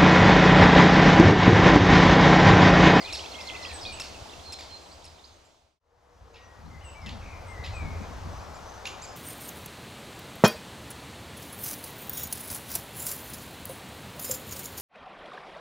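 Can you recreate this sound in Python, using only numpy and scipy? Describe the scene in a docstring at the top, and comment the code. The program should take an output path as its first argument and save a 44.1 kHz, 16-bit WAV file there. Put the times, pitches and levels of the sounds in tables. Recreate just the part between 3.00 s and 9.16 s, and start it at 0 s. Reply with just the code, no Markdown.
"""An echoing wood, at a nest hole: a woodpecker chick gives short arched calls, built from harmonics and breath
noise. Thrush whistles and small songbirds are gliding near-sine notes with a random-noise echo. Shaped noise
makes far traffic, leaves and wind rumbling in the microphone; a wavering sine drones low in the first shot.
Two shots follow each other: the first fades out, the second fades in."""
import sys
import numpy as np
from scipy import signal
from scipy.fft import rfft, irfft, next_fast_len
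from scipy.io import wavfile
from scipy.ndimage import uniform_filter1d, map_coordinates

SR = 44100
rng = np.random.default_rng(int(sys.argv[2]) if len(sys.argv) > 2 else 0)


def dump(signal):
    """Clip the signal to [-1, 1] and save it as 16-bit WAV at the path in sys.argv[1]."""
    limited = np.clip(np.atleast_2d(signal).T, -1, 1)
    pcm = np.round(limited * 32767).astype(np.int16)
    wavfile.write(sys.argv[1], SR, pcm)


N = 271656
SHOT_CHANGE_S = 2.796


def amp(db):
    """dB to gain."""
    return 10 ** (np.asarray(db) / 20)


def unit(x):
    """Scaled to rms 1."""
    return x / np.sqrt(np.mean(x ** 2) + 1e-20)


def along(points, hz):
    """Interpolates (frequency [Hz], value) points on a log frequency axis."""
    point_hz, value = np.transpose(points)
    return np.interp(np.log(hz + 1), np.log(point_hz + 1), value)


def wobble(rate_hz, size=N):
    """Smooth random curve with rate_hz knots a second."""
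    knots = rng.standard_normal(int(size * rate_hz / SR) + 4)
    return map_coordinates(knots, [np.arange(size) * rate_hz / SR])


def filtered(x, response):
    """Multiplies the spectrum of x by a response of frequency."""
    size = next_fast_len(N + 8192)  # zero padding keeps the end from wrapping round
    return irfft(rfft(x, size) * response(np.fft.rfftfreq(size, 1 / SR)), size)[..., :N]


def add(track, start_s, sound):
    """Mixes a sound into the track at start_s."""
    part = track[..., round(start_s * SR):][..., :sound.shape[-1]]
    part += sound[..., :part.shape[-1]]


def by_shot(first, second):
    """The first sound before the change of shot, the second after it."""
    return np.where(np.arange(N) < SHOT_CHANGE_S * SR, first, second)


def edges(size, attack_s):
    """Sine-squared start and end of a note."""
    t = np.arange(size) / SR
    return np.sin(np.pi / 2 * np.clip(np.minimum(t, t[::-1]) / attack_s, 0, 1)) ** 2


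# decay of the echo among trunks: (frequency [Hz], t60 [s])
TREE_DECAY = [(1500, 0.54), (3000, 0.46), (6000, 0.49), (12000, 0.14)]


def trees(x, gap_s):
    """The wood's answer to a short sound: a new scatter of trunks each time, decaying by frequency."""
    hz, t, z = signal.stft(rng.standard_normal((2, SR // 2)), SR, nperseg=256)
    decay_db = -60 * t / along(TREE_DECAY, hz)[:, None]
    tail = signal.istft(z * amp(decay_db), SR, nperseg=256)[1]
    tail = tail[:1] + 0.43 * tail  # the near trunks are heard alike on both sides
    tail = tail / np.linalg.norm(tail[0])
    tail = np.pad(tail, ((0, 0), (round(gap_s * SR), 0)))
    return signal.fftconvolve(x[None], tail, axes=1)


def note(start_s, length_s, pitch_hz, shape_db, pan_db, echo_db, waver_hz, grain_db, trill=False):
    """Near-pure whistle gliding through three pitches and levels; a trill shakes regularly and pulses in level."""
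    out = np.zeros((2, N))
    a_hz, b_hz, c_hz = pitch_hz
    size = round(length_s * SR)
    u = np.arange(size) / (length_s * SR)
    # parabola through the start, middle and end pitch
    hz = a_hz * (1 - u) * (1 - 2 * u) + 4 * b_hz * u * (1 - u) + c_hz * u * (2 * u - 1)
    trill_hz = 62 if b_hz < 3200 else 96  # the high singers trill faster
    beat = 2 * np.pi * u * length_s * trill_hz
    hz += waver_hz * (np.sin(beat) if trill else wobble(300, size))
    level_db = np.interp(u, [.1, .5, .9], shape_db)
    level_db += 1.17 * wobble(59.6, size) + grain_db * wobble(260, size)
    if trill:
        level_db += 4.4 * np.cos(beat)
    tone = amp(level_db) * np.sin(2 * np.pi * np.cumsum(hz) / SR) * edges(size, attack_s=0.0012)
    side = amp([[pan_db / 2], [-pan_db / 2]])
    add(out, start_s, tone * side)
    add(out, start_s, amp(echo_db) * trees(tone, gap_s=.006) * np.sqrt(side))
    return out


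def rush(spectrum, alike, lean, patchy_db):
    """Stereo noise of rms 1 with patches of random gain, likeness of the sides and balance set by frequency."""
    z = signal.stft(rng.standard_normal((2, N)), nperseg=512)[2]
    field = uniform_filter1d(rng.standard_normal(z.shape[1:]), size=6, axis=0)
    field = uniform_filter1d(field, size=14, axis=1)
    pair = signal.istft(z * amp(patchy_db * unit(field)), nperseg=512)[1][:, :N]

    def mid_side(hz):
        turn = np.arccos(np.clip(along(alike, hz), -1, 1)) / 2
        return amp(along(spectrum, hz)) * [np.cos(turn), np.sin(turn)]

    mid, side = filtered(pair, mid_side)
    return unit(filtered([mid + side, mid - side], lambda hz: amp(along(lean, hz) * [[.5], [-.5]])))


# calls: (time [s], length [s], share of length before the top, top pitch [Hz], level [dB],
# brightness [dB per harmonic], echo [dB], row of VOICES)
CALLS = [(0.125, .036, 0.4, 2758, -34, -0.2, -4.5, 0), (0.998, .026, .48, 2722, -32, -1, -4, 0),
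         (1.522, 0.023, .44, 2670, -33, 2, -9.5, 0), (1.587, 0.027, .4, 2410, -36.5, -3, -2.5, 0),
         (2.041, 0.027, .48, 2730, -39, 2, -8, 0), (2.444, .032, .55, 2520, -56, 4, -7, 2),
         (3.338, 0.036, .37, 2660, -38.5, -1, -1, 1), (4.06, 0.039, .33, 2700, -33.5, 1.5, -2, 1),
         (4.638, 0.032, .4, 2600, -36, 1.5, -2.5, 1), (5.39, .042, .46, 2500, -60, -6, -7, 2),
         (5.535, .048, .45, 2494, -56.5, -1.5, -10, 2), (5.852, 0.03, .5, 2780, -32.5, -0.1, -4, 1),
         (5.859, .04, .48, 2416, -59.5, 8.5, -3, 2), (6.013, .05, .48, 2496, -47.5, 0.7, -7.5, 2)]
# ways of calling, rows: at the mouth of the hole, deep in it, softer and flatter. Columns: (start pitch / top,
# end pitch / top, flatness of the top, attack [s], breath rasp [dB], echo gap [s], harmonics 1 to 5 [dB each])
VOICES = [(.6, 0.53, 2.3, 0.0016, -10, .016, -5, 0, -4.5, -4.5, -22),
          (.55, .51, 3.1, 0.0036, -5.5, .006, -0.4, 0.51, -10, -6, -17),
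          (0.66, 0.74, 2.1, .008, -12, .012, -0.5, 0, 6.5, -4, -14)]
# colour of a call at the mouth of the hole: (frequency [Hz], level [dB])
THROAT_COLOUR = [(1200, 0), (2200, -5), (2800, 2.5), (3700, 2), (5400, 0), (7000, -2), (10000, -14),
                 (12500, -11.5), (15500, -22)]
# colour of a call from deep in the hole: (frequency [Hz], level [dB])
HOLE_COLOUR = [(1200, -15.5), (2200, -8.5), (2800, -1.5), (3700, -1.5), (4600, -7.5), (5400, -14),
               (7000, -11.5), (8000, -29), (15000, -35.5)]


def chick():
    """Harmonics whose pitch shoots up, levels off and drops, with a rasp of breath and the wood's echo."""
    out = np.zeros((2, N))
    for start_s, length_s, crest, top_hz, level_db, bright_db, echo_db, voice in CALLS:
        deep = round(voice) == 1
        colour = HOLE_COLOUR if deep else THROAT_COLOUR
        start, end, bend, attack_s, rasp_db, gap_s, *harmonics_db = VOICES[round(voice)]
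        size = round(length_s * SR)
        u = np.arange(size) / (length_s * SR)

        # pitch arch: both distances are 0 at the top
        rise = np.clip(1 - u / crest, 0, 1)
        fall = np.clip((u - crest) / (1 - crest), 0, 1)
        hz = top_hz * (1 - (1 - start) * rise ** bend - (1 - end) * fall ** bend)
        phase = 2 * np.pi * np.cumsum(hz + 25 * wobble(510, size)) / SR

        shaky_db = 2.1 if deep else 1.4
        call = np.zeros(size)
        for k, db in enumerate(harmonics_db, 1):
            harmonic_db = db + (bright_db - 1.3 * fall) * (k - 2) + along(colour, k * hz)
            harmonic_db += shaky_db * k ** 0.81 * wobble(345, size)  # higher harmonics flicker more
            call += amp(harmonic_db) * np.sin(k * phase)

        air = rfft(rng.standard_normal(size)) * amp(along(colour, np.fft.rfftfreq(size, 1 / SR)))
        bursts = amp(8.5 * np.tanh(wobble(307, size)))  # uneven pulses
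        roughness = 0.3 + rise + fall  # least at the top of the arch
        call += amp(rasp_db) * unit(irfft(air, size)) * roughness * bursts
        call *= edges(size, attack_s) * amp(level_db - 3.9 * u)  # the push of breath weakens

        add(out, start_s, call * amp([[-.6], [.6]]))
        blur = 0.53 + 0.99 * wobble(896, size)  # moving leaves blur the pitch of the echo
        add(out, start_s, amp(echo_db) * trees(call * blur, gap_s) * amp([[-1.5], [1.5]]))
        add(out, start_s + .046, amp(echo_db - 17) * call * amp([[-2.5], [2.5]]))  # one distinct echo
    return out


# (time [s], length [s], start pitch [Hz], middle pitch [Hz], end pitch [Hz], level [dB], echo [dB])
WHISTLE_NOTES = [(0, 0.031, 2030, 2070, 2290, -50, 3), (0.043, 0.074, 2300, 2520, 2240, -43.5, -4),
                 (0.345, 0.098, 2143, 2135, 1995, -48.5, -4), (0.444, 0.15, 2133, 2052, 2006, -47.5, -2.5),
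                 (0.601, 0.17, 2000, 1905, 1635, -50, -5), (0.85, 0.079, 2500, 2440, 2394, -43, -10),
                 (3.358, 0.23, 1873, 1908, 1904, -52.5, -8), (3.707, 0.092, 2110, 2030, 2080, -52, 1),
                 (3.808, 0.029, 2520, 2980, 2930, -53, -5), (3.843, 0.049, 2900, 2780, 2720, -45.5, -4.5),
                 (3.951, .14, 2300, 2220, 1770, -47, -4.5), (4.485, 0.08, 2080, 2100, 1930, -46.5, -10),
                 (4.562, .078, 1850, 2075, 1890, -49, 3.5), (4.735, 0.16, 2597, 2310, 2166, -45, -6)]


def thrush_whistles():
    """Nearly steady whistles that bend through three pitches."""
    out = np.zeros((2, N))
    for start_s, length_s, *pitch_hz, db, echo_db in WHISTLE_NOTES:
        out += note(start_s, length_s, pitch_hz, (db - .3, db, db - 0.5), pan_db=6.5, echo_db=echo_db,
                    waver_hz=20, grain_db=1.1)
    return out


# repeats of the phrase: (time [s], level [dB])
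PHRASE_STARTS = [(.17, -44), (.317, -44), (0.472, -42.5), (.625, -44)]
# one phrase: (time after its start [s], length [s], start pitch [Hz], middle pitch [Hz], end pitch [Hz],
# start level [dB re phrase], middle level [dB re phrase], end level [dB re phrase])
PHRASE_SYLLABLES = [(0, .012, 4220, 4230, 4170, 5, -0.5, 3), (.001, .029, 4380, 3550, 2420, -3.5, -6.5, 6),
                    (.014, .017, 3330, 3710, 4150, -3, -10, -7),
                    (0.026, 0.023, 2790, 3290, 3460, -2, 3.5, -4.5),
                    (0.065, .031, 2050, 2650, 2120, -2, 2.5, -0.5),
                    (.09, .019, 3200, 3950, 4430, 2.5, -7, -7.5)]


def warbler():
    """One phrase of quick glides repeated, each syllable a little higher or lower every time."""
    out = np.zeros((2, N))
    for start_s, db in PHRASE_STARTS:
        for after_s, length_s, *rest in PHRASE_SYLLABLES:
            pitch_hz = np.array(rest[:3]) * rng.normal(1, 0.011)
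            out += note(start_s + after_s, length_s, pitch_hz, db + np.array(rest[3:]), pan_db=-7.0,
                        echo_db=-8.0, waver_hz=45.2, grain_db=3.0)
    return out


# (time [s], length [s], start pitch [Hz], end pitch [Hz], level [dB])
CHIRP_NOTES = [(0.005, 0.027, 5380, 4300, -39.5), (0.037, .02, 3330, 4260, -40.5),
               (0.056, 0.045, 3780, 2500, -43), (0.1, .018, 3230, 4230, -42),
               (0.402, 0.02, 4570, 5500, -43), (0.783, 0.023, 2960, 3930, -44),
               (0.85, 0.02, 3300, 3880, -40), (1.06, .015, 4270, 4930, -52),
               (1.138, .027, 3090, 2470, -48.5), (1.29, 0.024, 2810, 4060, -44.5),
               (1.321, 0.023, 3340, 2580, -49), (1.395, 0.022, 3130, 4040, -50),
               (1.455, .013, 4560, 5000, -44), (1.7, .02, 2920, 3300, -49), (1.764, 0.015, 4100, 4940, -47),
               (1.8, .09, 6900, 7800, -61), (1.86, .02, 2820, 4120, -52), (1.912, .025, 3930, 4930, -43),
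               (2.02, .012, 2600, 4000, -46), (2.074, 0.015, 3310, 5120, -43),
               (2.184, 0.016, 2830, 3740, -46), (2.24, .018, 3720, 5050, -41),
               (3.652, 0.033, 3720, 4460, -57), (4.016, 0.036, 5330, 5060, -54),
               (5.685, .023, 5480, 6400, -55)]


def chirps():
    """Quick glides of small birds that cover most of their pitch range in the first half."""
    out = np.zeros((2, N))
    for start_s, length_s, a_hz, c_hz, db in CHIRP_NOTES:
        early_share = .74 if c_hz > a_hz else 0.62
        b_hz = a_hz + (c_hz - a_hz) * early_share
        out += note(start_s, length_s, (a_hz, b_hz, c_hz), (db - 1.0, db, db - 1.0), pan_db=-6.0,
                    echo_db=-4, waver_hz=40, grain_db=4)
    return out


# (time [s], length [s], start pitch [Hz], end pitch [Hz], level [dB], left over right [dB])
TRILL_NOTES = [(0.62, 0.092, 5510, 3830, -48.5, -7), (0.683, 0.048, 4040, 3900, -61, -9),
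               (0.724, 0.079, 3910, 3650, -56.5, -7), (0.812, 0.036, 5500, 4080, -42.5, -3),
               (0.862, 0.031, 4350, 4500, -45, -16), (0.925, 0.067, 2765, 2574, -49, -10),
               (2.245, 0.043, 6400, 6520, -54, -5), (3.889, .061, 2820, 2810, -55, -13),
               (4.212, .15, 2417, 2250, -51, 4), (4.384, .08, 2240, 2260, -63, -16),
               (4.899, 0.16, 2250, 2350, -58, -7), (5.028, 0.054, 6270, 6170, -65, 0)]


def trills():
    """Straight glides with a regular shake in pitch and level."""
    out = np.zeros((2, N))
    for start_s, length_s, a_hz, c_hz, db, pan_db in TRILL_NOTES:
        out += note(start_s, length_s, (a_hz, (a_hz + c_hz) / 2, c_hz), (db + 0.5, db, db + .3), pan_db,
                    echo_db=-0.1, waver_hz=225, grain_db=1.0, trill=True)
    return out


# (time [s], length [s], pitch [Hz], level [dB], swell from start to end [dB])
PIPE_NOTES = [(1.438, 0.074, 4233, -40, 7), (1.53, 0.041, 4180, -41, -4), (1.695, 0.085, 4200, -36.5, 4),
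              (1.79, .075, 4060, -54, 3), (1.895, 0.063, 7900, -56, -1), (2.322, .05, 6400, -50, -6),
              (3.422, 0.053, 5900, -51.5, 4), (3.957, .02, 6320, -59, 3), (5.325, .11, 5960, -60, -13),
              (5.574, .11, 6130, -63.5, 13), (5.718, 0.075, 6060, -60, -1.5),
              (6.072, 0.081, 5060, -56, -10)]


def pipes():
    """Held piping notes that sag slightly in pitch."""
    out = np.zeros((2, N))
    for start_s, length_s, hz, db, swell_db in PIPE_NOTES:
        shape_db = (db - 5.0 - swell_db / 2, db, db - 3.5 + swell_db / 2)
        out += note(start_s, length_s, (1.01 * hz, hz, .985 * hz), shape_db, pan_db=-6.0, echo_db=-6,
                    waver_hz=29.7, grain_db=1.0)
    return out


# (time [s], middle pitch [Hz], level [dB], echo [dB])
SEEP_NOTES = [(.73, 8020, -44, 0), (.923, 7900, -41.5, -2), (3.836, 7820, -52, 9.5),
              (4.465, 8050, -59, 7.5), (4.735, 7750, -56.5, 6.5)]


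def seeps():
    """Thin high calls that dip in pitch."""
    out = np.zeros((2, N))
    for start_s, hz, db, echo_db in SEEP_NOTES:
        out += note(start_s, 0.0385, (1.13 * hz, hz, 1.045 * hz), (db - 8.5, db, db - 13), pan_db=-10.5,
                    echo_db=echo_db, waver_hz=39.6, grain_db=1.5)
    return out


# (time [s], end level [dB])
COO_NOTES = [(2.831, -55.5), (3.25, -56.5)]


def coos():
    """Low hoots on one pitch, loudest at the start."""
    out = np.zeros((2, N))
    for start_s, db in COO_NOTES:
        out += note(start_s, 0.25, [481] * 3, (db + 9, db - 4.5, db), pan_db=1, echo_db=1.5,
                    waver_hz=33.4, grain_db=4.2)
    return out


def songbirds():
    """All the birds around the chick."""
    return thrush_whistles() + warbler() + chirps() + trills() + pipes() + seeps() + coos()


# one spectrum per shot: (frequency [Hz], density [dB per Hz])
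WOOD_SPECTRA = [
    [(65, -30.5), (110, -10), (189, -7), (252, -5), (577, -3), (640, -0.5), (929, -3), (1770, -13.5),
     (2790, -12.5), (4300, -11.5), (7080, -17.5), (11900, -34), (14300, -34.5), (15600, -40)],
    [(65, -44), (110, -5.5), (222, -9.5), (310, -7.5), (373, -7.5), (414, -5), (725, -2), (1120, -5),
     (2620, -18.5), (6250, -21.5), (8890, -33), (14300, -39), (15600, -46)],
]
# one level per shot: (rms [dB])
WOOD_LEVELS = [-42.5, -44]
# one curve per shot: (frequency [Hz], left-right likeness [correlation])
WOOD_ALIKE = [
    [(60, 0.58), (150, 0.23), (380, 0.8), (950, 0.24), (2380, 0.36), (5980, 0.69), (15000, 0.67)],
    [(60, 0.82), (150, 0.28), (380, 0.66), (950, 0.78), (2380, 0.58), (5980, 0.87), (15000, 0.83)],
]
# one curve per shot: (frequency [Hz], left over right [dB])
WOOD_LEAN = [
    [(60, 7.5), (150, -2.5), (380, 2.5), (950, 6), (2380, -4.0), (5980, -4.5), (15000, -2.5)],
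    [(60, -8.5), (150, -4), (380, 1), (950, 7.5), (2380, 0), (5980, -3), (15000, -0.5)],
]


def wood():
    """Slightly patchy broad noise: far traffic in the low part, leaves and distant song in the high part."""
    shots = [amp(db) * rush(spectrum, alike, lean, patchy_db=0.86)
             for db, spectrum, alike, lean in zip(WOOD_LEVELS, WOOD_SPECTRA, WOOD_ALIKE, WOOD_LEAN)]
    return by_shot(*shots)


# (time [s], rumble level [dB])
WIND_LEVEL = [(0, -56.5), (.1, -50.5), (.3, -52.5), (.62, -50), (.9, -46.5), (1.05, -49.5), (1.35, -47),
              (1.8, -51), (2.03, -45.5), (2.6, -49), (2.85, -42.5), (3.03, -51), (3.22, -41.5), (3.51, -46),
              (3.69, -38), (3.96, -42.5), (4.14, -34.5), (4.38, -43), (4.65, -42), (4.8, -34), (5.04, -39),
              (5.4, -39), (5.55, -48), (5.8, -49.5), (5.94, -52.5), (6.12, -54.5)]
# one spectrum per shot: (frequency [Hz], density [dB per Hz])
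RUMBLE_SPECTRA = [
    [(13, -42), (22, 0.5), (38, -31), (59, -3), (75, 4), (85, -2.5), (140, -19), (180, -39), (310, -120)],
    [(13, -43), (22, -9), (38, -10), (61, -3.5), (75, -1), (95, -3), (130, -20.5), (140, -24), (180, -47),
     (310, -120)],
]
# edges of gusts: (frequency [Hz], density [dB per Hz])
FLUTTER_SPECTRUM = [(60, -41), (100, -19.5), (150, 4), (220, 0.5), (320, -9), (500, -28), (900, -120)]


def wind():
    """Near-mono rumble of air on the microphone; strong gusts add lumpy, fluttering edges."""
    level_db = np.interp(np.arange(N) / SR, *np.transpose(WIND_LEVEL))
    rumble_alike = [(30, 0.76), (70, 1.0), (130, 1.0)]
    rumble = by_shot(*[rush(spectrum, rumble_alike, [(60, 0.61)], patchy_db=0.0)
                       for spectrum in RUMBLE_SPECTRA])
    lumps = amp(3.5 * wobble(30))
    flutter = unit(lumps * rush(FLUTTER_SPECTRUM, [(130, .4), (300, .1)], [(200, 8.9)], patchy_db=2.0))
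    flutter_db = 1.54 * (level_db + 41.5) - 51.5  # grows faster than the rumble
    return amp(level_db + 1.1 * wobble(11)) * rumble + amp(flutter_db) * flutter


# single pushes of air: (time [s], peak [dB], frequency [Hz])
AIR_PUSHES = [(1.224, -30.5, 83), (3.224, -30, 79), (4.6, -30, 95)]


def thumps():
    """Pushes of air that stand out of the wind: cosines under a short Gaussian."""
    out = np.zeros((2, N))
    t = np.arange(-SR // 20, SR // 20) / SR
    for peak_s, db, hz in AIR_PUSHES:
        add(out, peak_s - .05, amp(db) * np.cos(2 * np.pi * hz * t) * np.exp(-(t / 0.0085) ** 2))
    return out


# low drone: (pitch [Hz], waver [Hz], rms [dB])
DRONE = (55, 6.7, -62)


def hum():
    """Low sine, unsteady in pitch and level, perhaps a far engine; first shot only."""
    hz, waver_hz, db = DRONE
    phase = 2 * np.pi * np.cumsum(hz + waver_hz * wobble(4.6)) / SR
    tone = np.sin(phase) * amp(5.5 * wobble(8.2))
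    return by_shot(amp(db) * unit(tone), 0)


def scene():
    """Everything at the tree."""
    return chick() + songbirds() + wood() + wind() + thumps() + hum()


# the two microphone ports: (frequency [Hz], phase by which left leads [rad])
PORT_PHASE = [(0, -0.1), (1460, -0.57), (9040, -0.58), (14600, -0.3), (15200, 0.7)]


def record(dry):
    """Fades out and in around the change of shot, offsets the ports in phase and limits the band."""
    fade_s, fade_power, top_hz = 2.147, 1.03, 15710
    fade = np.clip(abs(np.arange(N) / SR - SHOT_CHANGE_S) / fade_s, 0, 1) ** fade_power

    def microphone(hz):
        ports = np.exp(1j * along(PORT_PHASE, hz) * np.array([[.5], [-.5]]))
        return ports * (hz < top_hz)

    return filtered(dry * fade, microphone)


dry = scene()
out = record(dry)
dump(out)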